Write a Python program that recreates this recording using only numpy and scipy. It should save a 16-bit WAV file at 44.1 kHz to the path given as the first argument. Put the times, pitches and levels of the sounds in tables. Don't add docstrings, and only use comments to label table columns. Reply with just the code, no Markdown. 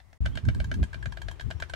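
import sys
import numpy as np
from scipy import signal
from scipy.fft import rfft, irfft, next_fast_len
from scipy.io import wavfile
from scipy.ndimage import uniform_filter1d

SR = 44100
rng = np.random.default_rng(int(sys.argv[2]) if len(sys.argv) > 2 else 0)


def generate_wav(signal):
    frames = np.transpose(np.atleast_2d(signal))
    scaled = np.clip(frames, -1, 1) * 32767
    pcm = np.round(scaled).astype(np.int16)
    wavfile.write(sys.argv[1], SR, pcm)


N = 77175
SILENCE_S = (0.18, 0.205)


def amp(db):
    return 10 ** (np.asarray(db) / 20)


def along(points, hz):
    point_hz, values = np.transpose(points)
    return np.interp(np.log(hz + 1), np.log(point_hz + 1), values)


def fade(t, t60):
    return np.exp(-np.log(1000) * t / t60)


def filtered(x, response):
    size = next_fast_len(N + SR // 2)
    return irfft(rfft(x, size) * response(np.fft.rfftfreq(size, 1 / SR)), size)[..., :N]


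def add(out, start_s, x):
    i = max(round(start_s * SR), 0)
    out[i:i + len(x)] += x[:max(len(out) - i, 0)]


def impact_pulse(spectrum, size=1024):
    cepstrum = irfft(np.log(amp(along(spectrum, np.fft.rfftfreq(size, 1 / SR)))))
    cepstrum[1:size // 2] *= 2
    cepstrum[size // 2 + 1:] = 0
    return irfft(np.exp(rfft(cepstrum)))


def bill(claps, modes, snap, snap_db, grit, lead_s, lead_db, rebound_s, rebound_db):
    out, t = np.zeros(N), np.arange(SR // 20) / SR
    hz, db, t60 = np.transpose(modes)[:, :, None]
    pulse = impact_pulse(snap)
    pouch, upper = hz < 1100, hz > 2600
    build_up = 1 - np.exp(-t / 0.00008)
    spread_db, detune_share = 2.5, 0.0048
    for start_s, level_db, pitch, knock_db, upper_db, bright_db in claps:
        gain = amp(db + knock_db * pouch + upper_db * upper + spread_db * rng.standard_normal(hz.shape))
        tuned_hz = hz * pitch * (1 + detune_share * rng.standard_normal(hz.shape))
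        ring = build_up * (gain * fade(t, t60) * np.cos(2 * np.pi * tuned_hz * t)).sum(0)
        for offset_s, contact_db in [(-lead_s, lead_db), (0, 0), (rebound_s, rebound_db)]:
            contact = grit * rng.standard_normal(len(t)) * fade(t, t60=0.0036)
            contact[0] = 1
            crack = amp(snap_db + bright_db) * signal.fftconvolve(contact, pulse)[:len(t)]
            add(out, start_s + offset_s, amp(level_db + contact_db) * (ring + crack))
    return out


# start in seconds, level in dB, pitch factor, then the boosts
# of the low knock, the upper ring and the snap in dB.
HOLLOW_BILL_CLAPS = [(0.002, -21, 1.13, 2.5, 1, 6), (0.1305, -25, 1.06, 6, 4, 18.5),
                     (0.2608, 4, 0.96, -1.2, -1.5, -8), (0.374, 2.6, 1, -0.2, 2.5, -11),
                     (0.4876, 0, 0.97, 2.5, 1.9, 0.0), (0.6024, 0.1, 0.97, 1.5, -3.5, 6),
                     (0.7158, 0, 0.96, 0, -2.1, 5.5), (0.8302, -1, 1.026, 1.2, -1.5, 1),
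                     (0.9439, -2.0, 1.001, -0.5, -0.5, -16), (1.0586, 0, 0.998, -4, -4, 2),
                     (1.1726, -5.5, 1.0, 3.5, 2, 6.5), (1.2851, -1.4, 1.03, 0.9, 1.5, -5),
                     (1.3975, -5, 1.03, -1.3, 2, 0), (1.5106, -0.5, 1.02, -2.2, 1.3, -15),
                     (1.6239, 3, 1, 3, 0.7, -9), (1.7371, 1.6, 0.98, 1, 2.4, -2)]
THIN_BILL_CLAPS = [(0.2557, 1, 0.99, -7, -14, -8), (0.3548, 0.3, 0.95, -0.5, 5, -5),
                   (0.4527, -5, 0.94, 2.0, 1, -2), (0.548, -4.7, 0.96, 1, -2, 0),
                   (0.6436, -2.5, 0.97, 2.7, 4.2, 0), (0.7412, -2, 0.99, -2, 2, 1.5),
                   (0.8374, -4.5, 0.98, 3, 0.0, 4.5), (0.9313, -1.5, 0.985, 0.8, -3, -6.5),
                   (1.0272, -1, 1, -0.5, -2.5, -7.5), (1.1232, -2, 0.993, -2.5, -0.8, -5.5),
                   (1.2177, -3, 1, -0.7, 1.3, 0.5), (1.3135, -4.5, 0.997, 2, 7, 1.5),
                   (1.4088, 0.9, 0.99, -5.5, -1.5, -2), (1.5043, -3, 0.91, 6, 0.0, 0.0),
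                   (1.6014, -2, 0.999, 1.5, -1.5, 2), (1.6976, -0.6, 0.94, 2, 5.5, -3)]
# frequency in Hz, level in dB, t60 in seconds.
HOLLOW_BILL_MODES = [(648, -33, 0.022), (1204, -47, 0.007), (1621, -27, .012), (2057, -43, .016),
                     (2340, -40.5, 0.028), (2863, -39.5, 0.015), (3103, -37, 0.016), (3524, -45, 0.016),
                     (3756, -49, 0.022), (4237, -59, 0.032)]
THIN_BILL_MODES = [(912, -37, .014), (1651, -36, 0.015), (2320, -48, 0.018), (2715, -56.5, 0.025),
                   (3156, -43, .014), (3870, -52, .012), (4290, -59.5, 0.02)]
# frequency in Hz, level in dB.
HOLLOW_SNAP_SPECTRUM = [(200, -4), (600, -27.5), (1500, -13), (3500, -23), (5500, -20), (8000, -25),
                        (11000, -33.5), (15000, -28.5)]
THIN_SNAP_SPECTRUM = [(200, 3), (700, -1), (1500, -9.5), (3500, -3.5), (5500, -4.5), (8000, -5),
                      (11000, -14), (15000, -16)]
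def storks(dull_hz=10800):
    hollow = bill(HOLLOW_BILL_CLAPS, HOLLOW_BILL_MODES, HOLLOW_SNAP_SPECTRUM, snap_db=-8.5, grit=0.18,
                  lead_s=0.00141, lead_db=-14, rebound_s=0.001963, rebound_db=-26.5)
    thin = bill(THIN_BILL_CLAPS, THIN_BILL_MODES, THIN_SNAP_SPECTRUM, snap_db=-21.5, grit=0.31,
                lead_s=0.000837, lead_db=-36.5, rebound_s=0.00186, rebound_db=-2)
    return filtered(hollow + thin, lambda hz: 1 / np.sqrt(1 + (hz / dull_hz) ** 4))


def delayed_resonance(hz, centre_hz, width_hz, db, delay_s):
    resonance = 1j * hz * width_hz / (centre_hz ** 2 - hz ** 2 + 1j * hz * width_hz)
    return amp(db) * resonance * np.exp(-2j * np.pi * hz * delay_s)


# centre in Hz, width in Hz, gain in dB, delay in seconds.
STEREO_RESONANCE = [(516, 160, -14, 0.0024), (1720, 620, 3.5, 0.002285), (2200, 150, 1.5, 0.000011),
                    (5330, 250, 3.5, 0.0024), (11700, 1000, -1.5, 0.00011)]
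def stereo_widening(mid):
    side = filtered(mid, lambda hz: sum(delayed_resonance(hz, *row) for row in STEREO_RESONANCE))
    return np.array([mid + side, mid - side])


def ground_echo(clacks):
    return filtered(clacks, lambda hz: delayed_resonance(hz, 1680, width_hz=2400, db=-11, delay_s=0.011))


def diffuse_tail(x, t60s):
    out = np.zeros((2, N))
    for stretch in np.array_split(np.arange(N), 14):
        hz, t, noise = signal.stft(rng.standard_normal((2, SR // 3)), SR, nperseg=256)
        responses = signal.istft(noise * fade(t, along(t60s, hz)[:, None]), SR, nperseg=256)[1]
        for channel, response in zip(out, responses):
            echo = signal.fftconvolve(x[stretch], response / np.linalg.norm(response))
            add(channel, stretch[0] / SR, echo)
    return out


# frequency in Hz, t60 in seconds.
TREE_DECAY = [(300, 0.11), (1650, 0.14), (4000, 0.053), (9000, 0.2), (15000, 0.034)]
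def scatter(clacks, twigs_hz=3700):
    treble = filtered(clacks, lambda hz: hz ** 2 / (hz ** 2 + twigs_hz ** 2))
    twigs = amp(1) * diffuse_tail(treble, t60s=[(1, 0.11)])
    return twigs + amp(-10) * diffuse_tail(clacks, TREE_DECAY)


def rush(spectrum, side_db):
    mid, side = filtered(rng.standard_normal((2, N)), lambda hz: amp(along(spectrum, hz)))
    noise = np.array([mid + amp(side_db) * side, mid - amp(side_db) * side])
    return noise / np.sqrt(np.mean(noise ** 2) + 1e-20)


def buffet(spectrum, window):
    noise = rush(spectrum, side_db=0.5)
    return noise / np.sqrt(np.abs(uniform_filter1d(noise ** 2, size=window)))


# time in seconds, relative level in dB.
RUMBLE_GUSTS = [(0.2, -3.5), (0.212, -25.5), (0.26, -26), (0.346, -38), (0.368, -33.5), (0.42, -51.5),
                (0.44, -30), (0.484, -24), (0.544, -31.5), (0.618, -27), (0.63, -32.5), (0.752, -31.5),
                (0.83, -25.5), (0.872, -46), (1.088, -37), (1.114, -43), (1.226, -46.5), (1.256, -37),
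                (1.41, -54), (1.452, -34), (1.486, -37), (1.534, -51), (1.564, -40), (1.59, -52),
                (1.632, -42), (1.68, -53.5), (1.75, -45)]
FLUTTER_GUSTS = [(0.244, -52), (0.27, -46), (0.325, -55.5), (0.36, -46), (0.42, -58), (0.48, -32.5),
                 (0.536, -53.5), (0.56, -38.5), (0.638, -49), (0.686, -50.5), (0.73, -45), (0.826, -35),
                 (0.925, -82), (0.968, -49), (0.994, -91), (1.072, -49.5), (1.126, -69.5), (1.238, -67),
                 (1.368, -104), (1.466, -50.5), (1.504, -56.5), (1.53, -70.5), (1.628, -64), (1.672, -102),
                 (1.75, -67)]
# time in seconds, left minus right in dB.
GUST_PAN = [(.1, 23.5), (.33, -8.5), (.55, -2.5), (.78, 1), (.95, 10.5), (1.2, 13), (1.7, 18.5)]
# frequency in Hz, relative level in dB.
RUMBLE_SPECTRUM = [(15, -47), (28, -18.5), (55, 2.5), (82, 1), (130, -10), (180, -22), (300, -42),
                   (700, -72)]
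FLUTTER_SPECTRUM = [(60, -46), (130, 5.5), (190, 7), (260, -2), (350, -8), (500, -24), (900, -36),
                    (3000, -66)]
OPENING_AIR_SPECTRUM = [(100, 9.5), (400, -1), (700, 4.5), (1100, 0), (1700, -6), (2000, 4), (2400, -9.5),
                        (5000, -12), (10000, -16.5), (15000, -23)]
AIR_SPECTRUM = [(100, 1), (240, -5.5), (350, 11.5), (480, 1.5), (700, 0.5), (1200, 0), (1680, -4),
                (2100, -5), (3200, -8), (4500, -15), (6000, -16.5), (10000, -24.5), (15000, -34)]
def wind(t):
    opening = t < np.mean(SILENCE_S)
    curve = lambda rows: np.interp(t, *np.transpose(rows))
    rumble_db = np.where(opening, -63.5, 1 + curve(RUMBLE_GUSTS))
    flutter_db = np.where(opening, -84, 4.5 + curve(FLUTTER_GUSTS))
    rumble = amp(rumble_db) * buffet(RUMBLE_SPECTRUM, window=1300)
    flutter = amp(flutter_db) * buffet(FLUTTER_SPECTRUM, window=700)
    opening_air = amp(-66) * rush(OPENING_AIR_SPECTRUM, side_db=-1.5)
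    air = amp(-57.5) * rush(AIR_SPECTRUM, side_db=-1)
    pan = amp(np.outer([0.5, -0.5], curve(GUST_PAN)))
    return pan * (rumble + flutter) + np.where(opening, opening_air, air)


# start and length in seconds, first and last pitch in Hz, level in dB.
BIRD_CHIRPS = [(0.3, 0.075, 2800, 3520, -63), (0.99, .038, 5780, 5380, -72), (1.1, .036, 5750, 5300, -72),
               (1.55, 0.0458, 5720, 5350, -71), (1.684, 0.026, 5720, 5600, -69)]
def small_birds(bend=0.12):
    out = np.zeros(N)
    for start_s, length_s, first_hz, last_hz, db in BIRD_CHIRPS:
        progress = np.linspace(0, 1, round(length_s * SR))
        arch = np.sin(np.pi * progress)
        glide_hz = last_hz - first_hz
        hz = first_hz + glide_hz * progress + bend * abs(glide_hz) * arch
        add(out, start_s, amp(db) * arch * np.sin(2 * np.pi * np.cumsum(hz) / SR))
    return out + amp(-4) * diffuse_tail(out, TREE_DECAY)


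# centre time in seconds, pitch in Hz, level in dB, left minus right in dB.
EDDIES = [(0.484, 105, -12.5, 1), (0.608, 58, -23, 4), (0.825, 70, -14, 0), (0.969, 116, -43.5, 16),
          (1.072, 116.5, -25.5, 4), (1.562, 72.4, -34, 11)]
def eddy_thumps(half_width_cycles=0.86):
    out, t = np.zeros((2, N)), np.arange(N) / SR
    for centre_s, hz, db, pan_db in EDDIES:
        cycles = hz * (t - centre_s)
        swing = np.cos(2 * np.pi * (cycles + rng.uniform(0, 0.39, (2, 1))))
        gain = amp(db + pan_db * np.array([[0.5], [-0.5]]))
        out += gain * swing * np.exp(-(cycles / half_width_cycles) ** 2)
    return out


def scene():
    t = np.arange(N) / SR
    start_s, end_s = SILENCE_S
    gate = np.clip(np.maximum(start_s - t, t - end_s) / 0.00453, 0, 1)
    clacks = storks()
    clatter = stereo_widening(clacks + ground_echo(clacks)) + scatter(clacks)
    return gate * (clatter + wind(t) + eddy_thumps() + small_birds())


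def record(dry):
    return filtered(dry, lambda hz: hz < 15800)


dry = scene()
out = record(dry)
generate_wav(out)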